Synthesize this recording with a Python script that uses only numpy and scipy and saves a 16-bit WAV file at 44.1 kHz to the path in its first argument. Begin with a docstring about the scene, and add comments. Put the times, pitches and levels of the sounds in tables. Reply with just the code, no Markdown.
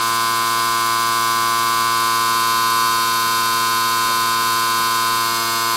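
"""From the start a small piston compressor buzzes on a concrete floor: strokes ring pump head and housing,
valves chatter once a turn and air hisses in puffs, over faint low tones.
Someone crouched there, filling a tyre through a hose, leans in from 1.5 s, and the tone shifts.
Soft handling knocks fall between 2.3 and 4.8 s; after 5.1 s the arm draws the chuck away and it shifts again."""
import sys
import numpy as np
from scipy import signal
from scipy.fft import rfft, irfft
from scipy.io import wavfile
from scipy.ndimage import uniform_filter1d

SR = 44100
rng = np.random.default_rng(int(sys.argv[2]) if len(sys.argv) > 2 else 0)


def store_wav(level_fs):
    """Save 16-bit WAV to argv[1]."""
    pcm = np.round(np.clip(np.atleast_2d(level_fs), -1, 1) * 32767)
    wavfile.write(sys.argv[1], SR, pcm.T.astype(np.int16))


N = 254016
TIME = np.arange(N) / SR  # s

# ringing parts: (lowest, highest) multiple of the stroke rate
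CRANKCASE, HEAD, HOUSING = (1, 7), (8, 17), (18, 44)
# the motor slows as the tyre pushes back, and recovers as the chuck comes off
FREE_HZ, LOAD_SAG_HZ = 114.27, 0.18
LOAD_FROM_S, LOAD_RISE_S = 1.7, 0.895
# levels sitting back, and the gains once the person leaves that posture
BUZZ_DB, BUZZ_LEAN_DB = -27.5, 1.62
VALVES_DB, AIR_DB, TREBLE_LEAN_DB = -30.0, -29.0, 0.7
RECORDER_TOP_HZ = 15750


def undb(db):
    """Decibels to gain."""
    return 10 ** (np.asarray(db) / 20)


def unit(x):
    """Scale to rms 1."""
    return x / np.sqrt(np.mean(x ** 2))


def curves(table):
    """Each column of a table after its times, joined by straight lines in time."""
    s, *columns = np.transpose(table)
    return [np.interp(TIME, s, column) for column in columns]


def colour(x, points):
    """Filter by a spectrum of (f/Hz, level/dB) points, joined by lines over log frequency."""
    hz, db = np.transpose(points)
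    bins_hz = np.maximum(np.fft.rfftfreq(N, 1 / SR), 1)
    gain = undb(np.interp(np.log(bins_hz), np.log(hz), db))
    return irfft(rfft(x) * gain, N)


def walk(rate_hz):
    """Smooth chance with rms 1, changing about rate_hz times a second."""
    spectrum = rfft(rng.standard_normal(N))
    lowpass = np.exp(-(np.fft.rfftfreq(N, 1 / SR) / rate_hz) ** 2)
    return unit(irfft(spectrum * lowpass, N))


def postures():
    """Shares of sitting back, leaning in and drawing away; the body shades and reflects sound differently in each."""
    # how far the person leans in: (t/s, lean 0-1)
    lean_course = [(0, 0.2), (1.5, 0), (2.3, 0.72), (2.8, 1), (3.05, 1), (5.76, 0.82)]
    # how far the arm draws the chuck away: (t/s, reach 0-1)
    reach_course = [(0, 0.01), (5.12, 0.06), (5.38, 0.88), (5.55, 0.9), (5.76, 0.66)]
    lean = np.clip(curves(lean_course)[0], 0, 1)
    reach = np.clip(curves(reach_course)[0], 0, 1)
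    return np.array([(1 - lean) * (1 - reach), lean * (1 - reach), reach])


def crank():
    """Turns made so far, one stroke each; the speed sags under the load of the tyre."""
    on_tyre = 1 - postures()[2]
    load = np.clip((TIME - LOAD_FROM_S) / LOAD_RISE_S, 0, 1) * on_tyre
    return np.cumsum(FREE_HZ - LOAD_SAG_HZ * load) / SR


def ringing(turns, part, tracked_db, bend_rad, waver=0.033, scatter_rad=0.92, reach_rad=2.4):
    """One part rung by every stroke: a stack of multiples of the crank speed."""
    # pump tone, relative within the housing; tracked multiples take their level from tracked_db instead:
    # (multiple of the stroke rate, level/dB sitting back, level/dB leaning in, level/dB drawn away)
    order_levels = [(1, -41.5, -42.5, -42), (2, -42.5, -41.5, -42.5), (3, -37.5, -39, -36.5),
                    (4, -44, -42.5, -42.5), (5, -67, -53, -59), (6, -40, -47, -39),
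                    (7, -42.5, -54.5, -47.5), (8, -38, -37.5, -34), (9, -22, -24, -27), (10, -25, -32, -30),
                    (11, -30.5, -28, -31.5), (12, -34, -33, -33.5), (13, -30.5, -29, -32.5),
                    (14, -34.5, -35.5, -37.5), (15, -45.5, -54, -45), (16, -44.5, -46, -42.5),
                    (17, -64, -54, -67), (18, -49, -51.5, -54), (19, -36, -39.5, -34.5),
                    (20, -38.5, -38, -43), (21, -44.5, -38.5, -46), (22, -51, -52.5, -44),
                    (23, -40.5, -38, -46), (24, -47, -41, -42), (25, -41.5, -42.5, -40),
                    (26, -58, -59.5, -63), (27, -42, -43, -46), (28, -40, -36, -41), (29, -52, -48.5, -55),
                    (30, -38, -51, -43), (31, -43, -49, -36), (32, -39, -33, -42), (33, -43, -40, -47),
                    (34, -39.5, -36.5, -41), (35, -41, -49.5, -52), (36, -38.5, -39.5, -37),
                    (37, -51, -37, -38), (38, -45.5, -49.5, -42), (39, -36.5, -30.5, -32.5),
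                    (40, -49, -39, -44), (41, -45, -55, -47), (42, -38, -34, -46), (43, -34, -39, -35.5),
                    (44, -41.5, -36.5, -33.5)]
    first, last = part
    levels_db = np.array(order_levels)[:, 1:]
    shares = postures()
    # a struck resonator answers after the blow: its phases follow from its levels, here those leaning in
    leaning_db = levels_db[:, 1]
    log_gain = np.log(undb(np.r_[leaning_db[0], leaning_db]))
    mirrored = np.r_[log_gain, log_gain[-2:0:-1]]
    lag_rad = -signal.hilbert(mirrored).imag
    out = 0
    for k in range(first, last + 1):
        drift = walk(4.6)
        # short waves arrive by many paths, which change as the arm moves
        scatter = scatter_rad * rng.standard_normal()
        paths_rad = (scatter + reach_rad * shares[2] * drift) * k / len(levels_db)
        if k in tracked_db:
            gain = undb(tracked_db[k])
        else:
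            gain = undb(levels_db[k - 1]) @ shares * (1 + waver * drift)
        # each frequency crosses the metal at its own speed, which spreads the stroke over the turn
        phase = 2 * np.pi * k * turns + lag_rad[k] + bend_rad * k ** 2 + paths_rad
        out = out + np.sqrt(2) * gain * np.cos(phase)
    return out


def pump(turns, ninth_db, tenth_db, buzz_db, stroke_rough=0.015, buzz_rough=0.061):
    """The crankcase hums, the head drones near 1 kHz, the housing buzzes; roughness makes strokes differ."""
    crankcase = ringing(turns, CRANKCASE, {}, bend_rad=-0.86)
    head = ringing(turns, HEAD, {9: ninth_db, 10: tenth_db}, bend_rad=-0.2)
    drone = (crankcase + head) * (1 + stroke_rough * walk(70))
    buzz = ringing(turns, HOUSING, {}, bend_rad=0.76)
    # hold the running rms of the buzz at 1 before setting its level
    buzz = buzz / np.sqrt(uniform_filter1d(buzz ** 2, size=8192))
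    return drone + buzz * (1 + buzz_rough * walk(150)) * undb(buzz_db)


def valves(turns, jitter_s=0.000006, size_db=0.94, uneven=0.085, ring_s=0.005):
    """The reed valves slap shut once a turn, strong and weak by turns, and ring the metal around them."""
    # chatter colour: (f/Hz, relative level/dB per Hz)
    chatter_colour = [(4900, -57), (5200, -5), (6100, 6), (6600, -10), (7400, 0.5), (8400, -10.5),
                      (9300, -9.5), (10000, -1), (10600, -4.5), (11400, 4.5), (12400, -3.5), (14000, -9.5),
                      (14900, 1), (15600, -9)]
    count = np.arange(1, int(turns[-1]))
    chance = rng.standard_normal((len(count), 2))
    at = (np.interp(count, turns, TIME) + jitter_s * chance[:, 0]) * SR
    size = undb(size_db * chance[:, 1]) * (1 + uneven * (-1) ** count)
    # a windowed sinc sets each click between samples
    taps = at.astype(int)[:, None] + np.arange(-8, 9)
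    offset = taps - at[:, None]
    clicks = np.zeros(N)
    np.add.at(clicks, taps % N, size[:, None] * np.sinc(offset) * np.sinc(offset / 9))
    out = 0
    for share in postures():
        # each posture has its own pattern of reflections, which builds up and dies away
        ring = rng.standard_normal(N) * TIME * np.exp(-TIME / ring_s)
        chatter = unit(colour(signal.fftconvolve(clicks, ring)[:N], chatter_colour))
        out = out + np.sqrt(share) * chatter
    return out


def air(turns, puff=0.19, flutter=0.14, stroke_rough=0.05):
    """Air rushes through intake and valves, in uneven puffs that follow the piston."""
    # rush colour: (f/Hz, relative level/dB per Hz)
    rush_colour = [(25, -4), (55, -8.5), (170, -4), (300, -5.5), (850, -3.5), (1050, 3), (1350, 3),
                   (1900, -4.5), (3200, -3), (4600, 4.5), (5400, -1), (8500, 2), (11800, -11.5),
                   (14000, -11.5)]
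    once_a_turn = puff * np.cos(2 * np.pi * (turns - 0.2))
    thrice_a_turn = flutter * np.cos(2 * np.pi * turns * 3)
    gate = 1 + once_a_turn + thrice_a_turn
    rush = rng.standard_normal(N) * gate * (1 + stroke_rough * walk(120))
    return unit(colour(rush, rush_colour))


def hum(wander_rad=0.93):
    """Faint low tones under the drone, each a sine whose phase wanders."""
    # steady tones: (f/Hz, rms level/dB)
    faint_tones = [(199, -57), (240, -56.5), (360, -56), (480, -54.5), (549, -54)]
    out = 0
    for hz, db in faint_tones:
        phase = 2 * np.pi * hz * TIME + wander_rad * walk(4.1)
        out = out + np.sqrt(2) * undb(db) * np.sin(phase)
    return out


def knocks(ring=4.0, sharpness=7.0):
    """Short dull bumps of handling: decaying noise, each with one broad resonance."""
    # handling knocks: (t/s, peak level/dB before the 1 dB added below, decay/s, resonance f/Hz)
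    bumps = [(2.345, -31, .006, 251.2), (3.265, -32, 0.0081, 201), (4.047, -25, 0.022, 332),
             (4.085, -28, 0.013, 290), (4.102, -28, 0.0093, 664), (4.424, -28, .006, 199),
             (4.525, -37, .008, 600), (4.798, -25, .006, 200)]
    # their colour ahead of the resonance: (f/Hz, relative level/dB per Hz)
    bump_colour = [(40, -12), (200, -10.5), (650, -6), (1400, -18), (4000, -20), (12000, -42)]
    out = np.zeros(N)
    for s, db, decay_s, hz in bumps:
        age = np.maximum(TIME - s, 0)
        burst = rng.standard_normal(N) * (age > 0) * np.exp(-age / decay_s)
        bump = colour(burst, bump_colour)
        bump = bump + ring * signal.lfilter(*signal.iirpeak(hz, sharpness, fs=SR), bump)
        out += undb(db + 1) * bump / np.abs(bump).max()
    return out


def scene():
    """One crank drives tone, valves and air; leaning in lets more of the buzz and treble past."""
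    # the two tracked multiples swell and fade as the body moves:
    # (t/s, ninth multiple level/dB, tenth multiple level/dB)
    whine_course = [(0.0, -22, -27), (1.76, -21.5, -23), (2.63, -20, -26.5), (2.82, -19.5, -23),
                    (3.06, -21, -32.5), (4.68, -21, -29.5), (5.2, -21.5, -29), (5.45, -27.5, -28),
                    (5.76, -21.5, -29)]
    turns = crank()
    ninth_db, tenth_db = curves(whine_course)
    leaning = 1 - postures()[0]  # leaning in or drawing away
    tone = pump(turns, ninth_db, tenth_db, BUZZ_DB + BUZZ_LEAN_DB * leaning)
    treble = undb(VALVES_DB) * valves(turns) + undb(AIR_DB) * air(turns)
    treble = treble * undb(TREBLE_LEAN_DB * leaning)
    return (tone + treble + hum() + knocks())[None]


def record(dry):
    """The recorder behind the microphone cuts the top steeply, with an elliptic low-pass."""
    return signal.sosfilt(signal.ellip(12, 0.1, 80, RECORDER_TOP_HZ, fs=SR, output="sos"), dry)


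dry = scene()
out = record(dry)
store_wav(out)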